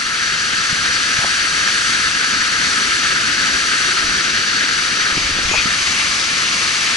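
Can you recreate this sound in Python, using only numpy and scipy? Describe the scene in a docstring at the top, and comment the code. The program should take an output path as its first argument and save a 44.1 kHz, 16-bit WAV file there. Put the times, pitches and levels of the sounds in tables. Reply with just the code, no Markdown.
"""At the pool of a large waterfall, close by, on the two microphones of a hand-held camera.
The water pounds in: a low roar under a dense hiss and swells of fine spray, heard through the camera's case.
The case rings at a few resonances, which shift when the hand changes grip and swings the camera upward.
Right at the microphones, the hand adds soft knocks, a finger scuffs and squeaks,
and short gusts of spray-wind buffet the pair."""
import sys
import numpy as np
from scipy import signal
from scipy.io import wavfile
from scipy.ndimage import uniform_filter1d

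SR = 44100
rng = np.random.default_rng(int(sys.argv[2]) if len(sys.argv) > 2 else 0)


def unload_wav(signal):
    """Save mono or channel-first audio to the path in sys.argv[1] as 16-bit WAV at rate SR, clipped to [-1, 1]."""
    wavfile.write(
        sys.argv[1],
        SR,
        np.round(np.clip(np.atleast_2d(signal).T, -1, 1) * 32767).astype(np.int16),
    )


N = 307068
FRAME, HOP = 1024, 256  # samples
HZ = np.fft.rfftfreq(FRAME, 1 / SR)
FRAME_S = np.arange(N // HOP + 5) * HOP / SR
TIME = np.arange(N) / SR


def gain_of(db):
    """Decibels to amplitude."""
    return 10 ** (np.asarray(db) / 20)


def unit_rms(x):
    """Scales to rms 1."""
    return x / np.sqrt(np.mean(x ** 2) + 1e-20)


def bell(t, middle, half):
    """A smooth rise and fall of height 1."""
    return np.exp(-np.minimum(((t - middle) / half) ** 2, 50))


def over_hz(points):
    """A spectrum read at every bin, on a log-frequency axis."""
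    hz, value = np.transpose(points)
    return np.interp(np.log(HZ + 1), np.log(hz + 1), value)


def panned(sound, balance_db):
    """Spreads a sound over the microphones; a positive balance favours the left."""
    return gain_of([[balance_db / 2], [-balance_db / 2]]) * sound


def noise_pair(coherence):
    """Random short-time spectra for two microphones, from unrelated (0) to alike (1)."""
    a, b, c, d = rng.standard_normal((4, len(FRAME_S), len(HZ)))
    left = a + 1j * b
    right = coherence * left + np.sqrt(1 - coherence ** 2) * (c + 1j * d)
    return np.array([left, right])


def patches(frames, bins):
    """Random blotches of rms 1 over time and frequency."""
    field = rng.standard_normal((len(FRAME_S), len(HZ)))
    return unit_rms(uniform_filter1d(uniform_filter1d(field, frames, 0), bins, 1))


def drift(samples):
    """A random wander of rms 1, smooth over so many samples."""
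    return unit_rms(uniform_filter1d(rng.standard_normal(N), samples))


def to_sound(spectra):
    """Short-time spectra to a stereo sound whose mid signal has rms 1."""
    x = signal.istft(spectra.swapaxes(1, 2), nperseg=FRAME, noverlap=FRAME - HOP)[1][:, :N]
    return x / np.std(x.mean(0))


def waterfall(rms_db=-18, roar_top_hz=800, spray_from_hz=7000, swell_in_hiss=0.13, settle_s=0.4):
    """Countless impacts merge into noise; clumps of water make it surge, pound and flicker."""
    # the falling water's spectrum: (frequency [Hz], relative level [dB])
    water_spectrum = [(20, -15), (70, -5), (140, -8.5), (240, -5.5), (400, -9), (650, -12.5), (1050, -13),
                      (1250, -9.5), (2800, .5), (5000, -3), (6500, -5.5), (7300, -11), (9000, -15),
                      (11000, -18.5)]
    # how alike the two microphones hear it: (frequency [Hz], coherence [0-1])
    coherence = [(20.0, 0.99), (500.0, 0.94), (850.0, 0.65), (1350.0, 0.86), (1750.0, 0.91), (2150.0, 0.54),
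                 (2600.0, 0.59), (3200.0, 0.89), (3750.0, 0.59), (4550.0, 0.7), (5300.0, 0.38),
                 (5800.0, 0.81), (6800.0, 0.49), (10000.0, 0.72)]
    t = FRAME_S[:, None]
    roar_share = 1 / (1 + (HZ / roar_top_hz) ** 4)
    spray_share = 1 - 1 / (1 + (HZ / spray_from_hz) ** 10)
    hiss_share = 1 - roar_share - spray_share
    swell_db, spray_db = spray()
    shade_db = -0.3 * bell(t, 5.5, 1.0)  # the hand and a mossy rock shade the hiss as the camera nears
    hiss_db = shade_db + swell_in_hiss * (swell_db - swell_db.mean())
    level_db = over_hz(water_spectrum) + hiss_share * hiss_db + spray_share * spray_db
    level_db -= 3.5 * (1 - spray_share) * np.exp(-t / settle_s)  # the falls grow louder, then hold
    # the roar peaks as the camera is carried past; the ground's echo rises in pitch and strength with it
    passing = bell(t, 3.7, 1.48)
    echo_hz = 165 + 125 * passing
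    echo_band = np.exp(-(np.log2((HZ + 1) / echo_hz) / 0.56) ** 2)
    level_db += (-0.96 + 1.1 * passing) * roar_share
    level_db += (2 + 1.5 * passing) * echo_band
    level_db += roar_share * patches(frames=8, bins=6)  # heavy masses hit the pool
    level_db += 0.24 * patches(frames=18, bins=24)  # clumps
    level_db += 0.59 * patches(frames=4, bins=90)  # splashes
    level_db += 0.37 * patches(frames=3, bins=500)  # whole sheets of water land at once
    spectra = noise_pair(over_hz(coherence)) * gain_of(level_db) * camera_case()
    return gain_of(rms_db) * to_sound(spectra)


def spray(rest_db=-2.5, rest_balance_db=3):
    """Fine spray hisses on the left and swells about once a second: (rise, level at each side) in dB."""
    # swells of spray: (middle [s], half length [s], rise [dB], shift to the right [dB])
    swells = [(.8, .3, 2.5, 4), (1.28, .2, 4, 1.5), (1.87, 0.39, 5, 3), (2.83, 0.35, 4.5, 3.5),
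              (3.803, 0.35, 4, .3), (4.86, 0.17, 2.2, 2), (5.93, 0.28, 4, 1.2), (6.75, 0.47, 4.1, 2)]
    swell_db, balance_db = 0, rest_balance_db
    for s, half, rise_db, shift_db in swells:
        swell = bell(FRAME_S[:, None], s, half)
        swell_db += rise_db * swell
        balance_db -= shift_db * swell
    return swell_db, rest_db + swell_db + np.array([balance_db, -balance_db]) / 2


def resonances_db(resonances):
    """Bell-shaped peaks and dips at the left and right microphone."""
    return sum(np.array([[[left_db]], [[right_db]]]) / (1 + (2 * (HZ - hz) / width) ** 2)
               for hz, width, left_db, right_db in resonances)


def camera_case(first_rocking_hz=2110, second_rocking_hz=2230, rocking_width_hz=200):
    """The ringing case gives each microphone a colour and phase that move with the grip."""
    # case resonances in each grip: (frequency [Hz], width [Hz], left [dB], right [dB])
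    first_grip = [(995, 57, 0.5, 5), (1295, 195, 9.5, 10.5), (1638, 550, 15, 15), (2020, 210, 6.5, -5),
                  (3450, 230, 0.4, -7.5), (4494, 510, 8, 2.5), (5350, 260, -3.5, -5.4), (5860, 630, 7, 1.5),
                  (8000, 550, 2, 2)]
    second_grip = [(1228, 620, 10.5, 12.0), (1720, 133, 7, 7.5), (2140, 430, 9.5, 3),
                   (3480, 520.0, 0, -2.3), (4630, 950, 5, 2), (5730, 300.0, -1.5, -1.5),
                   (6090, 880, 6.5, 1.5), (8110.0, 600, 1.5, 0.5)]
    # the hand's hold: (time [s], share of the second grip [0-1])
    grip_changes = [(0, 0.02), (5.12, 0.03), (5.21, 1), (5.39, 0), (5.52, 1), (5.68, 0.25), (5.87, 0.96),
                    (6.96, 0.73)]
    # phase between the microphones, rocking aside: (frequency [Hz], lead of the left [rad])
    left_lead = [(20.0, -0.77), (400.0, 0.93), (950.0, 1.2), (1150.0, 0.73), (1700.0, 1.3), (2700.0, 1.06),
                 (4000.0, 0.6), (5250.0, 0.017), (5600.0, -0.15), (7000.0, -0.71), (7550.0, 0.73),
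                 (8100.0, -0.16), (9800.0, -0.44), (11000.0, 0.15)]
    grip = np.interp(FRAME_S, *np.transpose(grip_changes))[:, None]
    colour_db = (1 - grip) * resonances_db(first_grip) + grip * resonances_db(second_grip)
    # one rocking resonance drives the two microphones in opposite directions
    rocking_hz = first_rocking_hz + grip * (second_rocking_hz - first_rocking_hz)
    lead = over_hz(left_lead) + np.pi + 2 * np.arctan(2 * (HZ - rocking_hz) / rocking_width_hz)
    return gain_of(colour_db) * np.exp(1j * np.array([lead, -lead]) / 2)


def knocks(rise_cycles=0.082, ring_cycles=0.81):
    """Each knock swings the hand-damped case for a cycle or two; hard, high taps start fastest."""
    # the hand's taps on the case: (time [s], level [dB], pitch [Hz], left over right [dB])
    taps = [(0.7278, -14, 169, -4), (1.1885, -16.5, 135, -.5), (1.2466, -7.5, 760, -2),
            (5.17, -14, 202, -5), (5.1773, -11, 300, -2), (5.388, -15.5, 328, -8), (5.514, -14, 360, 10),
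            (5.538, -12, 780, 3), (5.553, -18, 500, 2), (5.657, -14, 205, -10)]
    out = np.zeros((2, N))
    for s, db, hz, balance_db in taps:
        cycles = hz * np.maximum(TIME - s, 0)
        rise = 1 - np.exp(-cycles / rise_cycles)
        decay = np.exp(-np.minimum(cycles / ring_cycles, 50))
        out += panned(gain_of(db) * rise * decay * np.sin(2 * np.pi * cycles), balance_db)
    return out


def scuffs():
    """Skin rubbing on the case gives short bands of noise."""
    # finger rubs: (middle [s], half length [s], level [dB], centre [Hz], width [Hz], left over right [dB])
    rubs = [(1.233, .06, -33, 800, 640, 8), (5.28, 0.34, -40, 660, 720, 0),
            (5.541, 0.018, -25, 810, 480, 5), (5.54, 0.034, -27, 6530, 500, 1),
            (5.59, 0.033, -29, 3400, 420, 0)]
    out = np.zeros((2, N))
    for s, half, db, hz, width, balance_db in rubs:
        band = signal.butter(2, [hz - width / 2, hz + width / 2], "band", fs=SR, output="sos")
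        friction = unit_rms(signal.sosfilt(band, rng.standard_normal(N)))
        out += panned(gain_of(db) * bell(TIME, s, half) * friction, balance_db)
    return out


def wind(lumpy_db=2.0, rise_db_per_s=200, fall_db_per_s=92):
    """Eddies push on each microphone in low, uneven lumps; each gust rises fast, holds and dies down."""
    # wind rumble on the microphones: (frequency [Hz], relative level [dB])
    rumble = [(10, -14), (30, 6), (60, 6), (110, -14), (250, -20), (600, -30), (2000, -70)]
    # gusts of spray-wind: (full strength from [s], hold [s], level [dB])
    gusts = [(4.04, .03, -35), (5.206, 0.35, -33.5), (5.5, .05, -45)]
    turbulence = noise_pair(coherence=0.74)
    eddies = to_sound(turbulence * gain_of(over_hz(rumble) + lumpy_db * patches(frames=5, bins=12)))
    force = np.zeros(N)
    for s, hold, db in gusts:
        before, after = np.maximum(s - TIME, 0), np.maximum(TIME - s - hold, 0)
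        force += gain_of(db - rise_db_per_s * before - fall_db_per_s * after)
    return eddies * force


def squeaks(pitch_hz=2490, slips_per_s=170, slip_depth=0.51):
    """A wet finger sticks and slips, making the case sing briefly with a rasp, mostly on the left."""
    # strokes of the finger: (middle [s], half length [s], level [dB])
    strokes = [(5.525, 0.02, -23), (5.579, 0.029, -16.5)]
    slips = np.cumsum(slips_per_s * (1 + 0.34 * drift(samples=300))) / SR
    cycles = np.cumsum(pitch_hz * (1 + 0.045 * drift(samples=70))) / SR
    rasp = 1 + slip_depth * np.cos(2 * np.pi * slips)
    pressure = sum(gain_of(db) * bell(TIME, s, half) for s, half, db in strokes)
    return panned(pressure * rasp * np.sin(2 * np.pi * cycles), balance_db=11)


def scene():
    """The waterfall, with wind and handling noise on the camera."""
    return waterfall() + wind() + knocks() + scuffs() + squeaks()


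def record(dry):
    """The recorder rounds off the tallest peaks, then limits the band."""
    knee, headroom, top_hz = 0.65, 0.22, 11080
    excess = np.maximum(abs(dry) - knee, 0)
    rounded = dry - np.sign(dry) * (excess - headroom * np.tanh(excess / headroom))
    lowpass = signal.firwin(1023, top_hz, window=("kaiser", 9), fs=SR)
    return signal.oaconvolve(rounded, lowpass[None], "same")


dry = scene()
out = record(dry)
unload_wav(out)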